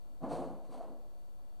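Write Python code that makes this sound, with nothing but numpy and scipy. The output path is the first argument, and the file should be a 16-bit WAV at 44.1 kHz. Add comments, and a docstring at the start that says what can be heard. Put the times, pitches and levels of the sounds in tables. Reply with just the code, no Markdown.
"""A vehicle waits in a concrete wash bay, with the microphone inside the closed cabin.
From the start there is a low idle, a faint hum and the hiss of the microphone. A faint knock leads into
a dull double thump with a soft rustle and a low boom, and the vehicle rocks. A weaker clatter follows,
with more rustling and the ring of a loose hollow part, then two last faint knocks.
Each knock rings the body panels around the microphone and leaves a muffled rumble out in the bay."""
import sys
import numpy as np
from scipy import signal
from scipy.fft import rfft, irfft
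from scipy.io import wavfile
from scipy.ndimage import uniform_filter1d

SR = 44100
rng = np.random.default_rng(int(sys.argv[2]) if len(sys.argv) > 2 else 0)


def bounce(signal):
    """Save signal as a 16-bit WAV file at the path given by the first command-line argument."""
    frames = np.transpose(np.atleast_2d(signal))
    limited = np.clip(frames, -1, 1)
    pcm = np.round(limited * 32767).astype(np.int16)
    wavfile.write(sys.argv[1], SR, pcm)


N = 70560  # 1.6 s


def amp(db):
    """Decibels to gain."""
    return 10 ** (np.asarray(db) / 20)


def unit(x):
    """Scales to rms 1."""
    return x / np.sqrt(np.mean(x ** 2) + 1e-20)


def read(points, hz):
    """Reads a table along a log-frequency axis."""
    table_hz, value = np.transpose(points)
    return np.interp(np.log(hz + 1), np.log(table_hz + 1), value)


def add(mix, start_s, sound):
    """Mixes a sound in at start_s."""
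    part = mix[round(start_s * SR):][:len(sound)]
    part += sound[:len(part)]


def noise(spectrum):
    """Noise of rms 1; the spectrum's relative levels set only its colour."""
    gain = amp(read(spectrum, np.fft.rfftfreq(N, 1 / SR)))
    return unit(irfft(rfft(rng.standard_normal(N)) * gain, N))


def stereo_noise(spectrum, likeness):
    """Coloured noise in left and right; likeness 1 puts it dead centre."""
    mid = noise(spectrum) * np.sqrt((1 + likeness) / 2)
    side = noise(spectrum) * np.sqrt((1 - likeness) / 2)
    return np.array([mid + side, mid - side])


def band(centre_hz, width_hz):
    """Noise of rms 1 in one narrow resonance."""
    detune = (np.fft.rfftfreq(N, 1 / SR) - centre_hz) / width_hz
    return unit(irfft(rfft(rng.standard_normal(N)) / (1 + .5 * detune ** 2), N))


def wander(samples):
    """Random drift of rms 1, smoothed over this many samples."""
    return unit(uniform_filter1d(rng.standard_normal(N), size=samples))


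# Machine murmur and low rumble in the cabin: frequency_hz, level_db
MURMUR_SPECTRUM = [(85, -24.5), (110, -8), (150, -6), (195, -14), (290, -5), (360, -8), (400, -12.5),
                   (470, -8), (580, -8), (720, -9.5), (800, -15), (950, -13.5), (1150, -20), (1400, -21),
                   (1600, -28.5), (3000, -41)]
LOW_RUMBLE_SPECTRUM = [(10, 3), (24, 5), (48, -5.5), (80, -8.5), (150, -19.5), (600, -45.5)]


def cabin_tone():
    """Machines murmur dead centre over a wider low rumble."""
    murmur = amp(-70) * stereo_noise(MURMUR_SPECTRUM, likeness=1)
    return murmur + amp(-69) * stereo_noise(LOW_RUMBLE_SPECTRUM, likeness=0.49)


# Noise floor of the microphone: frequency_hz, level_db
HISS_SPECTRUM = [(100, -4.5), (1800, -2.5), (3200, -1.5), (3700, 1), (4300, -1.5), (5000, -5), (8000, -2),
                 (12000, -3.5), (15000, -1.5)]


def microphone_hiss():
    """The microphone's own steady, wide hiss."""
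    return amp(-75.5) * stereo_noise(HISS_SPECTRUM, likeness=0.27)


# Hum lines in the cabin: pitch_hz, level_db
HUM_LINES = [(156, -86.5), (560, -80), (715, -78)]


def idle_and_hum(idle_hz=40, idle_db=-76, waver_hz=1.6):
    """The low idle and the faint hum: tones that each waver in pitch."""
    out = np.zeros(N)
    for hz, db in HUM_LINES + [(idle_hz, idle_db)]:
        pitch_hz = hz + waver_hz * wander(samples=4000)
        out += amp(db) * np.sqrt(2) * np.sin(2 * np.pi * np.cumsum(pitch_hz) / SR)
    return out


def whine():
    """A thin, steady whine, barely above the hiss."""
    return amp(-87.5) * band(centre_hz=4485, width_hz=82)


def knock_colour(hz, boom_db, body_db, upper_db):
    """Tone of one knock: a shelf below 220 Hz, a hollow bump at 273 Hz, a shelf above 816 Hz."""
    low_shelf = 1 / (1 + (hz / 220) ** 8)
    bump = np.exp(-((hz - 273) / 92) ** 2)
    upper_shelf = 1 / (1 + (816 / (hz + 1)) ** 6)
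    return amp(boom_db * low_shelf + body_db * bump + upper_db * upper_shelf)


CONTACT_S = 0.0042  # rise time of a padded blow
# Modes of the body panels around the microphone: pitch_hz, relative_level_db, t60_s
PANEL_MODES = [(126.3, -19, 0.27), (164.9, -7.5, 0.33), (195, -19, 0.16), (263, -3, 0.28),
               (308.3, -9, 0.093), (350.3, -1, .12), (450, -6.5, 0.33), (502.8, -6.5, 0.19),
               (568, -2.5, 0.1), (656.6, 1, .13), (729, 5, 0.086), (834, -2, 0.077), (1017, -3, 0.061),
               (1121.5, -11.5, 0.065)]


def panel_ring(tone, gain_db=-42, scatter_db=2.5):
    """A padded blow rings the panel modes, each with a chance strength and polarity."""
    t, ring = np.arange(N) / SR, np.zeros(N)
    for hz, db, t60_s in PANEL_MODES:
        strength, polarity = rng.standard_normal(2)
        envelope = amp(db + scatter_db * strength - 60 * t / t60_s)
        ring += envelope * knock_colour(hz, *tone) * np.sign(polarity) * np.sin(2 * np.pi * hz * t)
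    return amp(gain_db) * (1 - np.exp(-t / CONTACT_S)) * ring


# The bay outside, heard through the closed cabin: frequency_hz, level_db
BAY_SPECTRUM = [(40, -30), (85, -39), (125, -8), (170, -10), (215, -4), (265, -0.5), (355, -2.5),
                (400, -14.5), (450, -4), (590, -1), (740, -3.5), (900, -10.5), (1120, -15), (1450, -25),
                (1950, -38.5), (3000, -42), (6000, -68)]
# Decay of its echo: frequency_hz, t60_s
BAY_DECAY = [(120, .6), (300, 0.89), (600, 1), (1200, 0.82), (3000, 1)]


def bay_rumble(tone, echo_gain_db=-46.5, echo_rise_s=0.011, shudder_gain_db=-43, shudder_fade_s=0.044):
    """A short dense shudder, then the long muffled echo of the concrete bay."""
    t = np.arange(N) / SR
    hz, frame_s, spectra = signal.stft(noise(BAY_SPECTRUM), SR, nperseg=1024)
    spectra *= knock_colour(hz, *tone)[:, None]
    fade = amp(echo_gain_db - 60 * frame_s / read(BAY_DECAY, hz)[:, None])
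    echo, shudder = signal.istft(np.array([spectra * fade, spectra]), SR, nperseg=1024)[1][:, :N]
    echo *= 1 - np.exp(-t / echo_rise_s)
    shudder *= amp(shudder_gain_db) * (1 - np.exp(-t / CONTACT_S)) * np.exp(-t / shudder_fade_s)
    return echo + shudder


# Blows on the vehicle: start_s, relative_level_db, boom_db, body_db, upper_db
KNOCK_HITS = [(.055, -29, -1, 6.5, 6), (.205, -16.5, 5, 1.5, 2), (.217, -9, 11, 9.5, -1.5),
              (.232, -3.5, 4.5, 1, 7), (.264, -5.5, 6, 4, -18), (.288, -9, 0, 1.5, 7),
              (.309, 2, -0.5, -3.5, 0.5), (.331, -2, -1.5, -10.5, -3.5), (.347, -3.5, -4, -21, 1.5),
              (.385, -3.5, 0, 4, -2.5), (.413, -1.5, -4.5, -5, -2), (.438, -8.5, -1.5, -12.5, 0.5),
              (.462, -6.5, -5, -8, -6.5), (.496, -11, 7.5, 4.5, 2), (.635, -19.5, 3, -7, 2),
              (.688, -20, 5, 6.5, 6), (.720, -14.5, -9, -4.5, 7), (.741, -12, -4.5, 2.5, 4),
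              (.771, -16, 1, -2, 2), (.801, -9.5, -10.5, -10.5, 5), (.841, -16.5, -7, 4, -3),
              (.880, -11, -4, 2, -5), (0.903, -15, -10.5, 0, -15), (1.050, -29.5, -19, -4, -4),
              (1.385, -34.5, -6, -3, 11)]


def knocks():
    """Each knock rings the nearby panels and sets the bay rumbling beyond them."""
    out = np.zeros(N)
    for start_s, db, *tone in KNOCK_HITS:
        add(out, start_s, amp(db) * (panel_ring(tone) + bay_rumble(tone)))
    return out


# Colour of the rustle at the microphone: frequency_hz, level_db
RUSTLE_SPECTRUM = [(900, -25), (1600, -4.5), (2000, -4), (2600, -4), (3500, -6), (4100, -2.5), (4480, 1.5),
                   (5000, -12.5), (5800, -7), (7200, -10), (8700, -4.5), (10500, -13.5), (12500, -20),
                   (15000, -50)]
# Swishes with the thump and the clatter: start_s, rise_s, level_db, fade_db_per_s
SWISHES = [(.208, 0.032, -73, 58), (.278, 0.05, -59, 92), (.380, 0.024, -73, 112),
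           (0.621, 0.033, -77.5, 73), (.690, 0.048, -67.5, 88)]


def rustles(grain_db=1.0):
    """Soft, slightly grainy swishes that swell and die away."""
    t, out = np.arange(N) / SR, np.zeros(N)
    for start_s, rise_s, db, fade_db_per_s in SWISHES:
        level_db = db - fade_db_per_s * np.maximum(t - rise_s, 0) + grain_db * wander(samples=120)
        swell = np.minimum(t / rise_s, 1)
        add(out, start_s, noise(RUSTLE_SPECTRUM) * swell * amp(level_db))
    return out


# Low panel modes booming in the cabin: pitch_hz, level_db, t60_s
BOOM_MODES = [(168, -42.5, .42), (210.2, -47.5, 0.78)]


def panel_boom(start_s=.212, rise_s=0.019):
    """The first thump swells into two close panel modes that beat."""
    t, out = np.arange(N) / SR, np.zeros(N)
    ring = sum(amp(db - 60 * t / t60_s) * np.sin(2 * np.pi * hz * t) for hz, db, t60_s in BOOM_MODES)
    add(out, start_s, ring * (1 - np.exp(-t / rise_s)))
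    return out


def body_rock(start_s=0.26, swell_s=.12, level_db=-66):
    """The vehicle rocks with the main thump: a deep swell around the microphone."""
    t, out = np.arange(N) / SR, np.zeros(N)
    swell = t / swell_s * np.exp(1 - t / swell_s)
    add(out, start_s, amp(level_db) * swell * band(centre_hz=48, width_hz=17))
    return out


# Rings of a loose part, heard from the cabin: start_s, level_db, pitch_hz
LOOSE_PART_RINGS = [(.745, -48, 767), (.775, -47.5, 619), (.799, -44.5, 678.6), (.808, -41.5, 715),
                    (.843, -46, 636)]


def loose_part(rise_s=0.0023, fade_s=0.012):
    """A loose hollow part gives short, softly started rings in the clatter."""
    t, out = np.arange(SR // 5) / SR, np.zeros(N)
    envelope = (1 - np.exp(-(t / rise_s) ** 2)) * np.exp(-t / fade_s)
    envelope /= envelope.max()
    for start_s, db, hz in LOOSE_PART_RINGS:
        add(out, start_s, amp(db) * envelope * np.sin(2 * np.pi * (hz * t + rng.random())))
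    return out


def scene():
    """From inside the cabin, every event sits in the centre over the steady stereo background."""
    background = cabin_tone() + microphone_hiss() + idle_and_hum() + whine()
    return background + knocks() + rustles() + panel_boom() + body_rock() + loose_part()


# The recorder's constant offset, left then right: offset_full_scale
DC_OFFSET = [
    [-.0062],
    [.005],
]


def record(dry, cutoff_hz=15250):
    """The recorder adds its offset to each channel and cuts the highest treble."""
    lowpass = signal.firwin(511, cutoff_hz, window=("kaiser", 9), fs=SR)
    return signal.oaconvolve(dry + DC_OFFSET, lowpass[None], "same")


dry = scene()
out = record(dry)
bounce(out)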